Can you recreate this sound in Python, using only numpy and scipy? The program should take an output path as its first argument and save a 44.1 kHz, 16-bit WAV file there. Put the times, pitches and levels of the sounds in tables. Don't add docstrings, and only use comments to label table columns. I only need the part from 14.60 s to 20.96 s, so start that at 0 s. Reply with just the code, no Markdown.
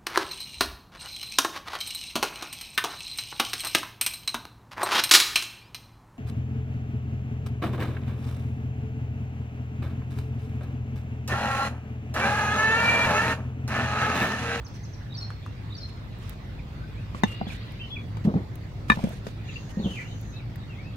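import sys
import numpy as np
from scipy import signal
from scipy.fft import rfft, irfft, next_fast_len
from scipy.io import wavfile
from scipy.ndimage import uniform_filter1d, map_coordinates

SR = 44100
rng = np.random.default_rng(int(sys.argv[2]) if len(sys.argv) > 2 else 0)


def generate_wav(signal):
    frames = np.transpose(np.atleast_2d(signal))
    scaled = np.clip(frames, -1, 1) * 32767
    pcm = np.round(scaled).astype(np.int16)
    wavfile.write(sys.argv[1], SR, pcm)


N = 280476

# t/s, rumble level/dB, hum level/dB, rustle and hiss level/dB
GROUND_LEVELS = [(0, -45.5, -39.5, -52.5), (3.75, -43, -36.5, -51), (6.36, -45.5, -37.5, -52.5)]
# f/Hz, level/dB per Hz
RUMBLE_SPECTRUM = [(30, -52), (38, -14), (50, 17.5), (75, 19), (105, -32), (200, -86)]
HUM_SPECTRUM = [(60, -20.5), (102, -2.5), (125, -5.5), (170, -13), (350, -24.5), (1100, -43.5), (2000, -89)]
# f/Hz, level/dB per Hz
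RUSTLE_SPECTRUM = [(290, -10.5), (500, -3.5), (1200, -7.5), (2180, -10), (2900, -15.5), (4480, -17.5),
                   (7630, -29.5), (9500, -35), (14000, -32.5)]
# f/Hz, likeness/1
PORT_LIKENESS = [(35, 0.62), (100, 0.99), (290, 0.8), (640, 0.25), (1200, 0.018)]
# f/Hz, t60/s
YARD_DECAY = [(200, 0.52), (2000, 0.53), (6000, 0.9), (12000, 0.027)]
# mean f/Hz, level/dB
MOTOR_ORDERS = [(52, -48.5), (104, -42)]

# t/s, level/dB
FLOCK_LEVELS = [(0, -72), (1, -62), (1.5, -64), (2.55, -62.5), (2.7, -52.5), (3.1, -53.5), (3.5, -75),
                (4.75, -64.5), (4.93, -49.5), (5.1, -81), (5.3, -63), (5.6, -67), (6.36, -60)]
# t/s after its start, length/s, start f/Hz, end f/Hz, relative level/dB
CHIP_NOTES = [(0, 0.029, 6460, 5270, -1), (0.017, 0.0112, 5440, 3930, -3.5)]
# t/s, level/dB, tilt/dB per octave above SONG_HZ (the bird turns away)
SONG_STARTS = [(.495, -43.5, -5), (1.095, -45, -8)]
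# t/s after its start, length/s, start f/Hz, end f/Hz, relative level/dB
SONG_NOTES = [(0, 0.033, 3860, 3670, -11), (0.026, 0.014, 4180, 3490, -2), (0.045, 0.026, 4750, 4330, -1.5),
              (0.069, 0.0168, 6520, 5100, -2.5), (0.082, 0.0183, 5740, 5080, 4.5),
              (.106, 0.049, 4400, 4076, 0)]
# t/s, length/s, start f/Hz, end f/Hz, level/dB
WHISTLES = [(0.79, 0.14, 2095, 2990, -64), (2.21, 0.031, 1610, 1470, -50.5),
            (2.35, 0.079, 2070, 2960, -57.5), (2.63, 0.17, 2803, 2800, -47), (2.86, 0.031, 3390, 3450, -47),
            (3.19, 0.073, 3080, 2930, -46.5), (3.19, 0.046, 2550, 2800, -48),
            (3.3, 0.05, 3320, 3480, -42.5), (5.11, 0.1, 1880, 1847, -59), (5.44, 0.038, 2510, 3170, -51),
            (5.48, 0.05, 3130, 3040, -55), (5.72, 0.08, 2525, 2740, -57), (6.07, 0.1, 3020, 2250, -58),
            (6.155, 0.087, 1995, 2540, -52.5), (6.24, 0.06, 2550, 2680, -56)]
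# t/s, length/s, start f/Hz, end f/Hz, level/dB
HOARSE_CALL = [(5.19, 0.038, 4150, 3670, -56), (5.225, 0.052, 3736, 2660, -48.5),
               (5.285, .065, 3205, 2570, -48.5), (5.345, .066, 2780, 1606, -44)]
# t/s, length/s, start f/Hz, end f/Hz, level/dB
PIPS = [(4.885, 0.016, 2910, 2530, -42.5), (4.957, 0.014, 2680, 2810, -38)]
# t/s, level/dB
DROPS = [(1.981, -52), (2.891, -43), (3.355, -39), (5.787, -52)]
# t/s, level/dB
PAIR_STARTS = [(5.47, -58.5), (5.725, -51), (5.985, -55)]
# t/s after its start, length/s, start f/Hz, end f/Hz, relative level/dB
PAIR_NOTES = [(0, 0.03, 3950, 3720, -2.5), (0.036, 0.0155, 4300, 3550, 0)]

# t/s, level/dB
TICKS = [(0.0826, -36.5), (1.586, -37.5), (1.694, -20), (3.12, -31.5), (3.955, -26), (4.491, -27),
         (5.6114, -30), (5.958, -28)]
# t/s, length/s, level/dB
RUBS = [(0.138, 0.04, -53), (0.603, 0.03, -53), (1.275, 0.03, -58), (1.596, 0.15, -53),
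        (2.545, 0.062, -49.5), (2.653, 0.1, -48.5), (2.874, 0.098, -47.5), (3.639, 0.032, -50),
        (4.281, 0.084, -45), (4.355, 0.238, -48.5), (4.642, 0.079, -53), (5.09, 0.031, -51.5),
        (5.252, 0.2, -51.5)]
# t/s, level/dB, f/Hz
TAPS = [(0.704, -21, 1320), (0.863, -22, 1220), (5.957, -31, 1900)]
# t/s, level/dB, first edge's lead/s, edge level/dB re main,
# rebound delay/s, rebound level/dB re main
ROCKS = [(3.673, -9, 0.024, -4, 0.014, -7.5), (3.759, -12.5, 0.007, -3, .021, -14),
         (5.195, -18, 0.024, -0.5, 0.0093, -5), (5.257, -15, 0.0139, -5.5, 0.05, -9.5)]
# f/Hz, level/dB, t60/s
STACK_MODES = [(140, -24, 0.046), (189.8, 2, 0.088)]

# t/s, clink level/dB, knock f/Hz, hollow thud level/dB, lid ring and crack level/dB
CONTACTS = [(2.547, -28.5, 1120, -23, -53), (2.635, -12.5, 870, -6, -14), (2.813, -18.5, 755, -15, -52),
            (2.868, -32.5, 744, -24, -59), (3.569, -36, 930, -29, -30), (3.74, -24, 810, -14.5, -50),
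            (4.2997, -4, 1200, -10.5, -13.5), (4.318, -15, 1030, -16.5, -21), (4.372, -27, 850, -21, -43),
            (4.391, -29, 796, -28, -55), (4.4389, -26, 674, -10, -24), (4.6672, -23.5, 455, -27, -24)]
# t/s after onset, level/dB re clink
KNOCK_ONSET = [(0, -15.5), (.003, 6.5)]
# f/Hz, level/dB, t60/s
LID_MODES = [(1759, 6, 0.047), (2430, 0.5, 0.03), (3690, 0, 0.033)]
# f/Hz, level/dB, t60/s
FIRST_LID_MODES = [(1770, -1, 0.023), (1970, 2, 0.014), (2760, -1, 0.014), (3645, -3, 0.025),
                   (6220, -10.5, 0.013)]
# f/Hz, level/dB, t60/s
POT_MODES = [(202, 9.5, 0.033), (301, 1.5, 0.016), (504, -11, 0.043)]

TOP_HZ = 15830
BUZZ_S, BUZZ_LENGTH_S, BUZZ_RISE_S, BUZZ_FADE_S, BUZZ_DB = 4.823, 1.01, 0.084, 0.13, -60
CHIP_S, CHIP_EVERY_S, CHIP_DB = 0.046, 0.093, -53
SONG_HZ = 4280
DROP_LENGTH_S, DROP_FROM_HZ, DROP_TO_HZ = 0.0254, 2750, 2146
TICK_BODY_DB = -4.5
GRIND_DB = 17.5
FIRST_LID_UNTIL_S = 3
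GRIP_DB, GRIPPED = -14.5, 0.13
CRACK_DB, CRACK_T60_S = 6.5, 0.016
SETTLE_S, SETTLE_LENGTH_S, SETTLE_DB, SETTLE_HZ = 4.36, 0.16, -35, 590


def amp(db):
    return 10 ** (np.asarray(db) / 20)


def unit(x):
    return x / np.sqrt(np.mean(x ** 2) + 1e-20)


def along(points, hz):
    f, v = np.transpose(points)
    return np.interp(np.log(hz + 1), np.log(f + 1), v)


def curves(rows):
    s, *cols = np.transpose(rows)
    return [np.interp(np.arange(N) / SR, s, c, -120, -120) for c in cols]


def wobble(rate_hz):
    knots = rng.standard_normal(int(N * rate_hz / SR) + 4)
    return map_coordinates(knots, [np.arange(N) * rate_hz / SR])


def add_at(out, s, x):
    out[..., round(s * SR):][..., :x.shape[-1]] += x


def rising(t, rise_s):
    return 1 - np.exp(-t / rise_s)


def filtered(x, response):
    m = next_fast_len(N + SR // 4)
    return irfft(rfft(x, m) * response(np.fft.rfftfreq(m, 1 / SR)), m)[..., :N]


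def band(lo_hz, hi_hz, order=2):
    return lambda f: (1j * f / (lo_hz + 1j * f) * hi_hz / (hi_hz + 1j * f)) ** order


def rush(spectrum, patchy_db):
    z = signal.stft(rng.standard_normal((2, N)), nperseg=512)[2]
    smooth = uniform_filter1d(rng.standard_normal(z.shape[1:]), 5, 0)
    field = uniform_filter1d(smooth, 10, 1)
    pair = signal.istft(z * amp(patchy_db * unit(field)), nperseg=512)[1][:, :N]

    def mid_side_gains(hz):
        turn = np.arccos(np.clip(along(PORT_LIKENESS, hz), -1, 1)) / 2
        return amp(along(spectrum, hz)) * [np.cos(turn), np.sin(turn)]

    mid, side = filtered(pair, mid_side_gains)
    return unit(np.array([mid + side, mid - side]))


def placed(x, lead_s, wet_db, far):
    hz, t, z = signal.stft(rng.standard_normal((2, SR // 2)), SR, nperseg=256)
    decay = amp(-60 * t / (far * along(YARD_DECAY, hz)[:, None]))
    tail = signal.istft(z * decay, SR, nperseg=256)[1]
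    wet = signal.fftconvolve(x[None], tail / np.linalg.norm(tail[0]), axes=1)[:, :N]
    ports = np.array([[1], [-1]])
    direct = filtered(x, lambda f: np.exp(1j * np.pi * f * lead_s * ports))
    return direct + amp(wet_db) * wet


def ground():
    rumble_db, hum_db, rustle_db = curves(GROUND_LEVELS)
    rumble = amp(rumble_db) * rush(RUMBLE_SPECTRUM, patchy_db=3.0)
    hum = amp(hum_db) * rush(HUM_SPECTRUM, patchy_db=0.7)
    rustle_and_hiss = amp(rustle_db) * rush(RUSTLE_SPECTRUM, patchy_db=2.5)
    return rumble + hum + rustle_and_hiss * amp([[-1.2], [1.2]])


def motor():
    turns = np.cumsum(1 + 0.0365 * wobble(5)) / SR
    return sum(amp(db + 4.5 * wobble(2.27)) * np.sin(2 * np.pi * hz * turns) for hz, db in MOTOR_ORDERS)


def insect():
    since = np.arange(N) / SR - BUZZ_S
    buzz = rush([(5200, -26.0), (6200, -8.5), (7250, -14.5), (7500, -33)], patchy_db=2.0)
    rise, fade = since / BUZZ_RISE_S, (BUZZ_LENGTH_S - since) / BUZZ_FADE_S
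    level = np.clip(np.minimum(rise, fade), 0, 1)
    return amp(BUZZ_DB + 0.8 * wobble(6)) * level * buzz


def whistle(notes, rough_db, waver, rate_hz=140):
    out, drift = np.zeros(N + SR), 1 + waver * wobble(90)
    for s, length_s, from_hz, to_hz, db in notes:
        u = np.linspace(0, 1, round(length_s * SR))
        note_drift = drift[min(round(s * SR), N - len(u)):][:len(u)]
        hz = (from_hz + (to_hz - from_hz) * u) * note_drift
        phase = 2 * np.pi * np.cumsum(hz) / SR
        add_at(out, s, amp(db + 3) * np.sin(np.pi * u) ** 0.7 * np.sin(phase))
    return out[:N] * amp(rough_db * wobble(rate_hz))


def flock(count=2500):
    s, length, pitch, glide, size = rng.random((count, 5)).T
    from_hz = 1900 * 2.4 ** pitch ** 1.4
    to_hz = from_hz * (0.7 + 0.5 * glide)
    notes = np.transpose([s * N / SR, 0.004 + 0.008 * length, from_hz, to_hz, 4 * size])
    return unit(whistle(notes, rough_db=2.0, waver=0.022)) * amp(curves(FLOCK_LEVELS)[0] - 2.5)


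def sung(starts, shape):
    return [(s + after_s, length_s, from_hz, to_hz, db + note_db + tilt_db * np.log2(from_hz / SONG_HZ))
            for s, db, tilt_db in starts
            for after_s, length_s, from_hz, to_hz, note_db in shape]


def birds(count=4):
    chip_starts = [(CHIP_S + k * CHIP_EVERY_S, CHIP_DB, 0) for k in range(count)]
    near_notes = sung(chip_starts, CHIP_NOTES) + sung(SONG_STARTS, SONG_NOTES)
    near = whistle(near_notes, rough_db=4, waver=0.0232, rate_hz=310)
    hoarse = whistle(HOARSE_CALL, rough_db=5.0, waver=0.031, rate_hz=470)
    clear = whistle(WHISTLES, rough_db=3.5, waver=0.0143)
    drops = [(s, DROP_LENGTH_S, DROP_FROM_HZ, DROP_TO_HZ, db) for s, db in DROPS]
    pairs = sung([(s, db, 0) for s, db in PAIR_STARTS], PAIR_NOTES)
    short = whistle(drops + PIPS + pairs, rough_db=3.5, waver=0.0053)
    return (placed(near, lead_s=-0.000501, wet_db=-4.5, far=0.6)
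            + placed(hoarse + flock(), lead_s=0.000362, wet_db=1.5, far=0.53)
            + placed(clear, lead_s=0.00044, wet_db=-3, far=0.43)
            + placed(short, lead_s=0.00042, wet_db=-3.5, far=0.29))


def ticks():
    top, body, t = np.zeros((2, N + SR)), np.zeros((2, N + SR)), np.arange(SR // 40) / SR
    for s, db in TICKS:
        envelope = amp(db - 60 * t / 0.014) * rising(t, 0.0014)
        snap = envelope * rng.standard_normal((2, len(t))) * amp([[-6], [6]])
        add_at(top, s, snap)
        add_at(body, s, amp(TICK_BODY_DB) * snap)
    return filtered(top[:, :N], band(11200, 19000)) + filtered(body[:, :N], band(2500, 5000))


def rubbing():
    level = np.zeros(N + SR)
    for s, length_s, db in RUBS:
        half_turn = np.linspace(0, np.pi, round(length_s * SR))
        add_at(level, s, amp(db) * np.sin(half_turn) ** 0.26)
    grit = rush([(1200, 7), (2600, 8.0), (7000, -3.5), (13000, -11.5), (15800, -19)], patchy_db=2.5)
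    return level[:N] * amp(1.8 * wobble(89)) * grit * amp([[-2.5], [2.5]])


def taps():
    out, t = np.zeros(N + SR), np.arange(SR // 20) / SR
    for s, db, hz in TAPS:
        click = amp(-3 - 60 * t / 0.0046) * rng.standard_normal(len(t))
        tone = amp(-60 * t / 0.0063) * np.sin(2 * np.pi * hz * t)
        add_at(out, s, amp(db) * rising(t, 0.00046) * (tone + click))
    return placed(filtered(out[:N], band(300, 4400)), lead_s=0, wet_db=-3.5, far=0.18)


def ring(modes, t, spread_db):
    return sum(amp(db + rng.normal(0, spread_db) - 60 * t / t60) * np.sin(2 * np.pi * hz * t)
               for hz, db, t60 in modes)


def stack():
    low, grit, t = np.zeros(N + SR), np.zeros(N + SR), np.arange(SR // 5) / SR
    rise = rising(t, 0.0018)
    for main_s, main_db, lead_s, edge_db, back_s, back_db in ROCKS:
        edge = (main_s - lead_s, main_db + edge_db)
        rebound = (main_s + back_s, main_db + back_db)
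        for s, db in [edge, (main_s, main_db), rebound]:
            low[round(s * SR):][:len(t)] *= 1 - rise
            add_at(low, s, rise * amp(db) * ring(STACK_MODES, t, spread_db=1.0))
            grind = amp(db + GRIND_DB - 60 * t / 0.21) * rng.standard_normal(len(t))
            add_at(grit, s, rise * grind)
    mixed = low[:N] + filtered(grit[:N], band(275, 307, order=3))
    return placed(mixed, lead_s=0.00026, wet_db=-40.0, far=0.32)


def knock(hz, t):
    b, a = signal.butter(3, [0.15 * hz, 1.59 * hz], "bandpass", fs=SR)
    burst = signal.lfilter(b, a, rng.standard_normal(len(t)))
    return amp(-60 * t / 0.017) * np.sin(2 * np.pi * hz * t) + amp(7.0 - 60 * t / 0.012) * burst


def settling(pot, t, rise, count=26):
    for when, size, pitch in rng.random((count, 3)):
        blow = knock(SETTLE_HZ * (0.8 + 0.4 * pitch), t) + 0.47 * ring(POT_MODES, t, spread_db=3.0)
        add_at(pot, SETTLE_S + SETTLE_LENGTH_S * when, rise * amp(SETTLE_DB + 10.4 * size) * blow)


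def clay():
    pot, lid, crack, t = np.zeros(N + SR), np.zeros(N + SR), np.zeros(N + SR), np.arange(SR // 5) / SR
    rise = rising(t, 0.0011)
    for s, db, knock_hz, thud_db, ring_db in CONTACTS:
        onset_s = s - KNOCK_ONSET[1][0]
        for late_s, part_db in KNOCK_ONSET:
            add_at(pot, onset_s + late_s, rise * amp(db + part_db) * knock(knock_hz, t))
        add_at(pot, s, rising(t, 0.0052) * amp(thud_db) * ring(POT_MODES, t, spread_db=1.5))
        free = np.clip(amp(db - GRIP_DB), GRIPPED, 1)
        damping = free ** 2 * amp(ring_db - 60 * t * (1 / free - 1) / LID_MODES[0][2])
        modes = FIRST_LID_MODES if s < FIRST_LID_UNTIL_S else LID_MODES
        add_at(lid, s, rise * damping * ring(modes, t, spread_db=1.5))
        crack_level = amp(ring_db + CRACK_DB - 60 * t / CRACK_T60_S)
        add_at(crack, s, rise * crack_level * rng.standard_normal(len(t)))
    settling(pot, t, rise)
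    bright = lid[:N] + filtered(crack[:N], band(540, 3000))
    return (placed(pot[:N], lead_s=0.00027, wet_db=-11.5, far=0.18)
            + placed(bright, lead_s=0.000465, wet_db=-4, far=0.089))


def scene():
    return ground() + motor() + insect() + birds() + ticks() + rubbing() + taps() + stack() + clay()


def record(dry):
    return filtered(dry, lambda hz: hz < TOP_HZ)


dry = scene()
out = record(dry)
generate_wav(out)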